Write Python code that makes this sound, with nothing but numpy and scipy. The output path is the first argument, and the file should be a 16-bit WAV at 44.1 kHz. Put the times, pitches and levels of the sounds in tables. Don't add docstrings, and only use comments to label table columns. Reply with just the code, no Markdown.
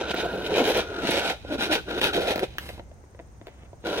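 import sys
import numpy as np
from scipy import signal
from scipy.fft import rfft, irfft, next_fast_len
from scipy.io import wavfile
from scipy.ndimage import map_coordinates

SR = 44100
rng = np.random.default_rng(int(sys.argv[2]) if len(sys.argv) > 2 else 0)


def persist_wave(psi):
    counts = np.round(np.clip(psi, -1, 1) * 32767).astype(np.int16)
    wavfile.write(sys.argv[1], SR, np.atleast_2d(counts).T)


N = 176400
TIME = np.arange(N) / SR


def amp(db):
    return 10 ** (np.asarray(db) / 20)


def unit(x):
    return x / np.sqrt(np.mean(x ** 2) + 1e-20)


def automation(points):
    return np.interp(TIME, *np.transpose(points))


def along(points, hz):
    freqs, values = np.transpose(points)
    return np.interp(np.log(hz + 1), np.log(freqs + 1), values)


def wobble(rate):
    return map_coordinates(rng.standard_normal(8192), [TIME * rate], mode="wrap")


def filtered(x, response):
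    size = next_fast_len(N + SR // 2)
    return irfft(rfft(x, size) * response(np.fft.rfftfreq(size, 1 / SR)), size)[..., :N]


def resonate(x, spectrum, size=4096):
    cepstrum = irfft(np.log(amp(along(spectrum, np.fft.rfftfreq(size, 1 / SR)))))
    cepstrum[1:size // 2] *= 2
    cepstrum[size // 2 + 1:] = 0
    impulse = irfft(np.exp(rfft(cepstrum)))
    return signal.fftconvolve(x, impulse / np.linalg.norm(impulse))[:N]


def contacts(per_s, spread_db):
    size = amp(spread_db * np.clip(rng.standard_normal(N), -2, 2)) * rng.choice([-1, 1], N)
    return size * (rng.random(N) < per_s / SR)


def resonance(hz, width_hz):
    phase = 2 * np.pi * np.cumsum(hz + np.zeros(N)) / SR
    pole = np.exp(-np.pi * width_hz * 2 / SR)
    a, b = signal.lfilter([1], np.poly([pole, pole]), rng.standard_normal((2, N)))
    return unit(a * np.cos(phase) + b * np.sin(phase))


def dying_tones(rows, attack_s):
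    out = np.zeros(N)
    for start, hz, db, t60 in rows:
        age = np.maximum(TIME - start, 0)
        envelope = amp(db - 60 * age / t60) * (1 - np.exp(-age / attack_s))
        out += envelope * np.sin(2 * np.pi * hz * age)
    return out


def stereo_noise(spectrum, likeness):
    def mid_side(hz):
        angle = np.arccos(np.clip(along(likeness, hz), -1, 1)) / 2
        return amp(along(spectrum, hz)) * [np.cos(angle), np.sin(angle)]
    mid, side = filtered(rng.standard_normal((2, N)), mid_side)
    return unit(np.array([mid + side, mid - side]))


# frequency in Hz, level in dB.
FAR_SPECTRUM = [(20, -21), (40, -10.5), (60, 2), (100, -5.5), (160, -13.5), (300, -21.5), (800, -27.5),
                (2000, -82)]
AIR_SPECTRUM = [(100, -5), (400, -2.5), (900, -7), (2000, -15.5), (3200, -25), (4600, -24.5), (5600, -20),
                (6500, -16), (7500, -24.5), (8600, -24), (9500, -32.5), (16000, -34)]
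# frequency in Hz, left-right likeness from 0 to 1.
FAR_LIKENESS = [(40, 0.67), (120, 0.95)]
AIR_LIKENESS = [(200, 0.86), (1000, 0.0099), (3000, .1), (9000, 0)]
# time in seconds, level in dB.
FAR_LEVEL = [(0, -46.5), (2.75, -43), (3.05, -50), (4, -48.5)]
def garden(air_db=-58, insect_db=-76, chirps_per_s=18.5, chirp_peak_s=2.46):
    far = amp(automation(FAR_LEVEL)) * stereo_noise(FAR_SPECTRUM, FAR_LIKENESS)
    chirps = unit((.5 + .5 * np.cos(2 * np.pi * chirps_per_s * (TIME - chirp_peak_s))) ** 2)
    song = np.array([resonance(hz=8720, width_hz=140) for _ in range(2)])
    air = amp(air_db) * stereo_noise(AIR_SPECTRUM, AIR_LIKENESS)
    return far + air + amp(insect_db) * chirps * song


# time in seconds, rim level in dB.
SLIDES = [
    [(0.0, -39.5), (0.476, -39.5), (0.802, -35.5), (0.86, -44), (1.096, -35.5), (1.325, -35.5), (1.37, -58)],
    [(1.44, -56), (1.516, -39), (1.785, -37.5), (1.82, -58)],
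    [(1.855, -60), (1.885, -36), (2.1, -35.5), (2.44, -39), (2.465, -66)],
    [(3.82, -92), (3.856, -37.5), (4.0, -39)],
]
# moment of greatest force, rise and fall in seconds, rumble in dB, grinding in dB.
SHOVES = [(.01, 0.06, 0.017, -27, -38.5), (0.114, 0.028, 0.0058, -26.5, -31),
          (0.199, .05, 0.026, -31.5, -34.5), (.26, 0.032, 0.0073, -26, -38),
          (.335, 0.04, 0.083, -31.5, -54), (.475, 0.034, 0.0075, -32, -36.5),
          (0.521, 0.032, 0.018, -25, -42), (0.583, 0.047, 0.039, -22, -28), (0.614, 0.032, 0.016, -21, -43),
          (.692, 0.061, 0.035, -23.5, -29), (0.782, 0.046, 0.029, -25.5, -28),
          (0.989, 0.018, 0.0053, -37, -44), (1.036, 0.0098, 0.017, -27, -42), (1.1, 0.062, 0.044, -36, -30),
          (1.177, 0.055, 0.036, -27.5, -28.5), (1.303, 0.077, 0.022, -30.5, -30),
          (1.543, 0.026, 0.016, -18, -41), (1.633, 0.038, 0.037, -33.5, -29),
          (1.737, 0.028, 0.03, -21.5, -24), (1.988, 0.018, 0.006, -30, -40.5),
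          (2.05, 0.047, 0.033, -28, -25.5), (2.14, 0.011, 0.022, -34, -33), (2.161, 0.015, 0.024, -9, -34),
          (2.216, 0.028, 0.043, -30.5, -37), (2.3, 0.039, 0.036, -24, -32),
          (2.434, 0.0072, 0.011, -15, -34), (3.875, 0.023, 0.073, -31.5, -41.5),
          (3.98, 0.082, 0.044, -32.5, -36.5)]
def pushing(rumble_over_rim_db=4.5, grind_over_rim_db=-6.5, hiss_db=-57, hiss_until_s=2.8):
    runs_db = [np.interp(TIME, *np.transpose(run), left=-140, right=-140) for run in SLIDES]
    rim_db = np.max(runs_db, axis=0)
    rumble_power = amp(rim_db + rumble_over_rim_db) ** 2
    grind_power = amp(rim_db + grind_over_rim_db) ** 2
    grind_power += amp(hiss_db) ** 2 * (TIME < hiss_until_s)
    for peak, rise, fall, rumble_db, grind_db in SHOVES:
        swell = np.exp(-((TIME - peak) / np.where(TIME < peak, rise, fall)) ** 2)
        rumble_power += (amp(rumble_db) * swell) ** 2
        grind_power += (amp(grind_db) * swell) ** 2
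    return np.sqrt(rumble_power), amp(rim_db), np.sqrt(grind_power)


# frequency in Hz, level in dB.
BODY_SPECTRUM = [(60, -28), (130, -15.5), (190, -3.5), (260, -7), (330, 1.5), (420, 0), (520, 3), (620, 1),
                 (720, 0.5), (850, -11), (980, -7), (1130, -19.5), (1500, -54), (2500, -52.5)]
# time in seconds, pitch in Hz, weight in the rumble in dB.
GROAN = [(0, 540.9, -11), (.4, 399.5, -3), (0.779, 479.9, -4), (1.08, 310, -8), (1.23, 739.6, -8),
         (1.32, 738.6, 1.5), (1.45, 339.6, 0.5), (2.16, 399.9, -2), (2.32, 658.3, -2), (2.441, 424.6, -7)]
def body_rumble(thump_weight_db=-3):
    thumps = unit(resonate(contacts(per_s=1500, spread_db=4), BODY_SPECTRUM))
    times, pitch_hz, weight_db = np.transpose(GROAN)
    groan = resonance(np.interp(TIME, times, pitch_hz), width_hz=110)
    thump_weight, groan_weight = amp(thump_weight_db), amp(np.interp(TIME, times, weight_db))
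    return (thump_weight * thumps + groan_weight * groan) / np.hypot(thump_weight, groan_weight)


def rim_ring(hz=1447, wander_hz=14.9, flutter_db=2.35):
    flutter = amp(flutter_db * wobble(29.9))
    return flutter * resonance(hz + wander_hz * wobble(25), width_hz=83)


def grains(spectrum, catch, width):
    shared, left, right = [
        unit(resonate(catch * contacts(per_s=7000, spread_db=5.5), spectrum)) for _ in range(3)]
    return np.sqrt(1 - width) * shared + np.sqrt(width) * np.array([left, right])


# frequency in Hz, level in dB.
WALL_SPECTRUM = [(400, -36), (800, -2), (1150, -16.5), (1500, -3.5), (1800, -9), (2100, -8), (2480, -3.5),
                 (2700, -6), (3080, -4), (3450, -6.5), (3850, -2.5), (4250, -11.5), (5100, -15.5),
                 (6100, -17), (7200, -25.5), (9500, -29), (16000, -64)]
SAND_SPECTRUM = [(3000, -27), (6500, -27), (9400, -1), (12500, -3.5), (15800, -6.5)]
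# time in seconds, sand boost in dB.
LOOSE_SAND = [(0, -8.5), (.38, 5), (.58, -4), (.68, 6), (.78, -3.5), (1.75, 0.5), (2.4, 0.5)]
def grinding(force, rasp_db=2.5, chip_db=-6, sand_db=-14.5, hard_push_db=-31, catch_db=2.5):
    catch = amp(catch_db * wobble(260))
    chips = amp(chip_db) * unit(resonate(contacts(per_s=90, spread_db=1.5), WALL_SPECTRUM))
    rasp = force * amp(rasp_db) * (grains(WALL_SPECTRUM, catch, width=0.36) + chips)
    crush = (force / amp(hard_push_db)) ** 1.1
    sand_level = amp(hard_push_db + sand_db + automation(LOOSE_SAND))
    return rasp + sand_level * crush * grains(SAND_SPECTRUM, catch, width=0.95)


STALL_TIMES = [0.129, 1.572, 2.006, 2.122]
def scrape(judder_share=0.85, stall_half_width_s=0.0075, stall_db=-13):
    rumble_level, rim_level, grind_level = pushing()
    stutter, takeover = judder()
    rumble = rumble_level * body_rumble() * (1 - judder_share * takeover)
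    rim = rim_level * rim_ring()
    stalled = sum(np.exp(-((TIME - at) / stall_half_width_s) ** 2) for at in STALL_TIMES)
    return amp(stall_db * stalled) * (rumble + stutter + rim + grinding(grind_level))


def blow(db, chatter_t60_s, chatter_db):
    age = np.arange(SR // 8) / SR
    chatter = rng.standard_normal(len(age)) * amp(-60 * age / chatter_t60_s)
    impact = (age == 0) + amp(chatter_db) * chatter / np.linalg.norm(chatter)
    return amp(db) * np.sqrt(SR / 200) * impact


# frequency in Hz, level in dB.
CLICK_SPECTRUM = [(400, -30), (1200, -9), (1750, 0.5), (2300, -4.5), (3000, -4), (7000, -23), (16000, -21)]
# start in seconds, thud in dB, click in dB.
STONE_KNOCKS = [(.143, -24.5, -33.5), (.567, -22, -37), (.699, -18.5, -35), (1.299, -27, -30),
                (1.449, -37, -59), (2.015, -24, -24), (2.178, -16.5, -43), (2.307, -21.5, -33.5),
                (2.359, -25, -27.5), (2.379, -24, -35), (2.394, -32.5, -32.5), (2.584, -42.5, -27),
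                (2.691, -35.5, -41), (3.47, -36, -46.5)]
def knocks(rows, thud_cutoff_hz=735):
    thuds, clicks = np.zeros((2, N + SR))
    for start, thud_db, click_db in rows:
        thud = blow(thud_db, chatter_t60_s=0.038, chatter_db=0)
        click = blow(click_db, chatter_t60_s=0.0066, chatter_db=-2)
        thuds[round(start * SR):][:len(thud)] += thud
        clicks[round(start * SR):][:len(click)] += click
    softened = filtered(thuds[:N], lambda hz: 1 / (1 + 1j * hz / thud_cutoff_hz))
    return resonate(softened, BODY_SPECTRUM) + resonate(clicks[:N], CLICK_SPECTRUM)


# start in seconds, pitch in Hz, level in dB, seconds to fall 60 dB.
BASE_BOOMS = [(.325, 188, -29, 0.32), (.609, 249, -11.5, 0.054), (1.048, 210, -18, 0.066),
              (1.092, 226, -11.5, 0.042), (1.515, 274.6, -24.5, 0.23), (1.583, 244, -20, .06)]
def base_booms():
    return dying_tones(BASE_BOOMS, attack_s=0.0062)


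# start in seconds, level in dB.
GRAIN_CRACKS = [(.773, -26), (1.108, -25.5), (2.209, -35), (2.396, -37.5)]
def grain_cracks(t60_s=0.011):
    bursts = sum(amp(db - 60 * abs(TIME - at) / t60_s) * (TIME >= at) for at, db in GRAIN_CRACKS)
    return resonate(bursts * rng.standard_normal(N), SAND_SPECTRUM)


# start in seconds, length in seconds, slips per second, level in dB.
JUDDERS = [(1.061, 0.042, 142, -29), (1.508, 0.05, 295, -28.5), (1.697, 0.053, 310, -24.5),
           (2.138, 0.058, 390, -27), (2.421, 0.023, 400, -23.5)]
def judder(jitter=0.077, spread_db=4.0, fade_s=0.016):
    buzz, takeover = np.zeros((2, N))
    for start, length, rate, db in JUDDERS:
        gate = np.clip(np.minimum(TIME - start, start + length - TIME) / fade_s + .5, 0, 1)
        slip_count = np.floor(np.cumsum(rate * (1 + jitter * wobble(150))) / SR)
        slips = np.diff(slip_count, prepend=0) * amp(spread_db * rng.standard_normal(N))
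        softened = filtered(slips - slips.mean(), lambda hz: 1 / (1 + 1j * hz / rate))
        buzz += amp(db) * gate * unit(resonate(softened, BODY_SPECTRUM))
        takeover += gate
    return buzz, takeover


# start in seconds, level in dB.
MUZZLE_NUDGES = [(2.553, -43.5), (2.701, -39), (2.779, -37.5), (2.796, -32), (2.915, -45.5), (3.039, -47),
                 (3.148, -46), (3.192, -40), (3.198, -36), (3.414, -39.5), (3.483, -40), (3.634, -48),
                 (3.731, -41.5), (3.841, -36)]
def muzzle_nudges(click_offset_db=-13, cutoff_hz=3620):
    taps = knocks([(start, db, db + click_offset_db) for start, db in MUZZLE_NUDGES])
    return signal.lfilter(*signal.butter(2, cutoff_hz, fs=SR), taps)


# start in seconds, pitch in Hz, level in dB, seconds to fall 60 dB.
PING = [(2.584, 2095, -55, 1)]
def ping():
    return dying_tones(PING, attack_s=0.00093)


# frequency in Hz, level in dB.
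SCUFF_SPECTRUM = [(450, 6), (1000, 0), (3900, -1), (7000, -13.5), (12000, -3.5), (16000, -21)]
# start in seconds, length in seconds, level in dB, top edge in Hz.
SCUFFS = [(2.602, 0.11, -45.5, 13800), (3.45, 0.21, -59, 3030)]
def scuffs(attack_s=.008, t60_s=0.2, flutter_db=2.9):
    out = np.zeros(N)
    for start, length, db, top_hz in SCUFFS:
        age = TIME - start
        envelope = np.clip(age / attack_s, 0, 1) * amp(-60 * np.maximum(age - length, 0) / t60_s)
        grit = resonate(contacts(per_s=9000, spread_db=3.0), SCUFF_SPECTRUM)
        hiss = filtered(grit, lambda hz: 1 / np.hypot(1, (hz / top_hz) ** 4))
        out += amp(db + flutter_db * wobble(90)) * envelope * unit(hiss)
    return out


def reflections(x, t60_s):
    age, out = np.arange(int(SR * .3)) / SR, np.zeros((2, N))
    moments = np.linspace(0, N / SR, num=17)
    for moment in moments:
        tail = rng.standard_normal((2, len(age))) * amp(-60 * age / t60_s)
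        crossfade = np.sqrt(np.clip(1 - abs(TIME - moment) / moments[1], 0, 1))
        out += signal.oaconvolve(x * crossfade, tail / np.linalg.norm(tail[0]), axes=1)[:, :N]
    return out


# time in seconds, lead of the right channel in milliseconds.
RIGHT_LEAD = [(0, 0.057), (2.3, .15), (4, 0.094)]
# frequency in Hz, left over right in dB.
PAN = [(300, -0.2), (750, 0), (1400, 3.5), (2400, -0.5), (4400, -0.5), (12000, -0.5)]
# frequency in Hz, level against the dry dish in dB.
PAVING_RETURN = [(200, -22.5), (700, -9.5), (1300, -9.5), (2400, -3.5), (3400, -8), (5200, -3), (12000, 0)]
FENCE_RETURN = [(1400, -18.5), (2500, -13.5)]
def patio(dish):
    lead_samples = automation(RIGHT_LEAD) * SR / 1000
    direct = np.array([map_coordinates(channel, [np.arange(N) + side * lead_samples / 2])
                       for channel, side in zip(dish, (-1, 1))])
    scatter = lambda hz: amp(along(PAVING_RETURN, hz))
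    pan = lambda hz: amp(np.outer([.5, -.5], along(PAN, hz)))
    paving = filtered(reflections(dish, t60_s=.075), scatter)
    near = filtered(direct + paving, lambda hz: pan(hz) / np.hypot(1, scatter(hz)))
    fence = filtered(reflections(dish, t60_s=.35), lambda hz: amp(along(FENCE_RETURN, hz)))
    return near + fence


def scene():
    foreground = scrape() + knocks(STONE_KNOCKS) + muzzle_nudges() + grain_cracks() + scuffs()
    return patio(foreground + base_booms() + ping()) + garden()


def record(dry, top_hz=15900):
    return filtered(dry, lambda hz: hz < top_hz)


dry = scene()
out = record(dry)
persist_wave(out)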